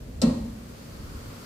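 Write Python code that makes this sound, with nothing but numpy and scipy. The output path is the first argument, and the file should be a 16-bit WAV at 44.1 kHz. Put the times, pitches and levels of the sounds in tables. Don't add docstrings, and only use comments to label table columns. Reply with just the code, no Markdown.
import sys
import numpy as np
from scipy import signal
from scipy.fft import rfft, irfft
from scipy.io import wavfile

SR = 44100
rng = np.random.default_rng(int(sys.argv[2]) if len(sys.argv) > 2 else 0)


def generate_wav(signal):
    frames = np.transpose(np.atleast_2d(signal))
    scaled = np.clip(frames, -1, 1) * 32767
    pcm = np.round(scaled).astype(np.int16)
    wavfile.write(sys.argv[1], SR, pcm)


N = 63945

# (time [s], level [dB])
LATCH_CONTACTS = [(0.2163, 0), (0.2188, -3), (0.2252, -10), (0.2338, -10)]
# (frequency [Hz], level [dB], t60 [s])
LATCH_MODES = [(1328, -40.5, 0.18), (1886, -51, 0.54), (2675, -48, 0.28), (3230, -37, 0.026),
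               (3770, -38.5, .14), (4090, -43, 0.17), (4140, -35, 0.21), (4307, -42, 0.25),
               (4760, -42.5, 0.041), (5400, -24, .04), (5665, -24.5, 0.022), (7280, -35, 0.066),
               (8020, -30.5, 0.024), (9250, -43.5, 0.068)]
# (frequency [Hz], relative density [dB])
CRACK_SPECTRUM = [(300, -4), (560, 2.5), (1000, -11), (1900, -20), (3000, -7), (4400, 0.5), (5500, 0.5),
                  (6400, -8.5), (8000, -3.5), (10000, -15.5), (15500, -20)]
RELEASE_S = LATCH_CONTACTS[0][0]


def latch(rise_s=0.00083, right_lag_s=0.00002):
    out = 0
    for start_s, db in LATCH_CONTACTS:
        metal = np.array([ring(LATCH_MODES, start_s + lag_s, rise_s) for lag_s in (0, right_lag_s)])
        crack = undb(-24) * noise(CRACK_SPECTRUM) * strike(start_s, rise_s, t60_s=0.043)
        out += undb(db) * (metal + crack)
    return out * pan(4)


# (frequency [Hz], relative density [dB])
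ECHO_SPECTRUM = [(900, 0), (1300, -7), (1900, -3.5), (2400, -4), (3100, -4), (3700, -3), (4250, 4),
                 (5200, -4.5), (6200, -7), (8000, -6), (10000, -14.5), (15500, -30)]


def wall_echo():
    return undb(-36) * noise(ECHO_SPECTRUM) * strike(RELEASE_S, rise_s=0.0078, t60_s=0.61) * pan(0.5)


# (time [s], level [dB])
DOOR_JOLTS = [(0.2278, -0.53), (0.2785, -8.5)]
# (frequency [Hz], level [dB], t60 [s])
PANEL_MODES = [(59.57, -33.5, 1.45), (117.9, -32, 0.7), (147.9, -18.5, 0.25), (167.1, -17.5, 0.64),
               (213.1, -24, 0.86), (217.7, -15, 0.33), (227.5, -14.5, 0.86), (232.6, 4.5, .12),
               (240.3, -24.5, 0.83), (247.6, -15, 0.61), (283, -29, 0.75), (318.7, -34, 0.64)]


def door_boom():
    return sum(undb(db) * ring(PANEL_MODES, start_s, rise_s=0.021) for start_s, db in DOOR_JOLTS)


# (frequency [Hz], level [dB], t60 [s])
SKIN_MODES = [(61.5, -38, .3), (124, -29, 0.11), (216, -25.5, 0.13), (354, -36.5, 0.68), (391.6, -41, 0.65),
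              (446.5, -38, 0.68), (468, -37, 0.7), (513.5, -30.5, 0.45), (542.3, -32, 0.59),
              (585, -35, 0.57), (596, -37, 0.48), (676, -45, 0.65), (760, -45, 0.46), (894, -46.5, 0.87),
              (1066, -43.5, 0.75)]
# (frequency [Hz], relative density [dB])
SHUDDER_SPECTRUM = [(240, -4.5), (330, -0.5), (410, -2.5), (550, 3), (670, -4.5), (1150, -8), (1700, -25),
                    (3000, -36)]


def door_skin():
    ringing = 0
    for hz, db, t60_s in SKIN_MODES:
        lags_s = rng.random(2) / hz
        ringing += np.array([ring([(hz, db, t60_s)], RELEASE_S + lag, rise_s=0.003) for lag in lags_s])
    shudder = undb(-29) * noise(SHUDDER_SPECTRUM) * strike(RELEASE_S, rise_s=0.0081, t60_s=0.65)
    return ringing + shudder


# (frequency [Hz], relative density [dB])
RUMBLE_SPECTRUM = [(18, -24), (30, -7.5), (50, -1), (82, 0), (115, -4), (145, -9.5), (220, -29)]
# (time [s], level [dB])
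RUMBLE_ENVELOPE = [(0, -42), (.22, -38), (.5, -41), (.62, -49), (.8, -49), (.98, -40.5), (1.28, -40),
                   (1.36, -50.5), (1.45, -47)]


def rumble():
    return noise(RUMBLE_SPECTRUM) * swell(RUMBLE_ENVELOPE)


# (frequency [Hz], relative density [dB])
HISS_SPECTRUM = [(200, 3.5), (450, 4.5), (750, 1), (1300, -0.5), (1800, -2), (3000, -4.5), (3900, -5.5),
                 (4550, -4.5), (5500, -6.5), (7500, -7.5), (10000, -11.2), (12000, -10.5), (15500, -14)]
SHOE_SPECTRUM = [(800, -12), (1100, 2.5), (1400, 2), (1700, -9.5), (2300, -10.5), (2900, -28)]
TRACK_SPECTRUM = [(3700, -16), (4600, 0.5), (5300, -12), (8000, -20), (11000, -19), (11700, -10),
                  (12500, -22)]
# (time [s], level [dB])
HISS_ENVELOPE = [(0, -54), (.2, -53.5), (.5, -51.5), (.65, -51.5), (.8, -50), (1.0, -50), (1.2, -48.5),
                 (1.45, -48)]
SHOE_ENVELOPE = [(.2, -86), (.55, -62.5), (.85, -59), (1.15, -53), (1.45, -52.5)]
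TRACK_ENVELOPE = [(.55, -82), (.78, -61.5), (1.38, -61.5), (1.45, -53.5)]


def door_slide():
    hiss = noise(HISS_SPECTRUM) * swell(HISS_ENVELOPE)
    rub = noise(SHOE_SPECTRUM) * swell(SHOE_ENVELOPE)
    scrape = noise(TRACK_SPECTRUM) * swell(TRACK_ENVELOPE)
    return (hiss + rub + scrape) * pan(0.5)


# (frequency [Hz], relative density [dB])
FAN_SPECTRUM = [(110, -5.5), (165, -0.5), (195, -2.5), (235, 0), (275, -5), (310, -11), (560, -10.5),
                (720, -21.5), (1000, -31), (3000, -65)]


def fan():
    return undb(-44.5) * noise(FAN_SPECTRUM)


# (frequency [Hz], left-right correlation [-])
CAR_COHERENCE = [(100, .97), (230, 0.93), (350, 0.77), (520, 0.12), (1000, -0.034), (2000, -0.024)]


def noise(spectrum):
    hz = np.maximum(np.fft.rfftfreq(N, 1 / SR), 1)

    def per_bin(table):
        table_hz, values = np.array(table).T
        return np.interp(np.log(hz), np.log(table_hz), values)

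    low_cut = np.minimum(hz / spectrum[0][0], 1) ** 2
    high_cut = np.minimum(spectrum[-1][0] / hz, 1) ** 2
    gain = undb(per_bin(spectrum)) * low_cut * high_cut
    alike = per_bin(CAR_COHERENCE)
    mid, side = rfft(rng.standard_normal((2, N))) * gain * np.sqrt([1 + alike, 1 - alike])
    out = irfft(np.array([mid + side, mid - side]), N)
    return out / out.std()


def ring(modes, start_s, rise_s):
    return sum(undb(db) * np.sin(2 * np.pi * hz * since(start_s)) * strike(start_s, rise_s, t60_s)
               for hz, db, t60_s in modes)


def strike(start_s, rise_s, t60_s):
    age_s = since(start_s)
    return (1 - np.exp(-(age_s / rise_s) ** 2)) * np.exp(-np.log(1000) * age_s / t60_s)


def swell(envelope):
    return undb(np.interp(since(0), *np.array(envelope).T))


def pan(left_lead_db):
    return undb(np.array([[left_lead_db], [-left_lead_db]]) / 2)


def since(start_s):
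    return np.maximum(np.arange(N) / SR - start_s, 0)


def undb(db):
    return 10 ** (np.asarray(db) / 20)


def scene():
    return latch() + wall_echo() + door_boom() + door_skin() + rumble() + door_slide() + fan()


def record(dry):
    fade_in = np.minimum(since(0) / 0.004, 1)
    low_pass = signal.ellip(10, 0.2, 80, 15500, fs=SR, output="sos")
    return signal.sosfilt(low_pass, dry * fade_in)


dry = scene()
out = record(dry)
generate_wav(out)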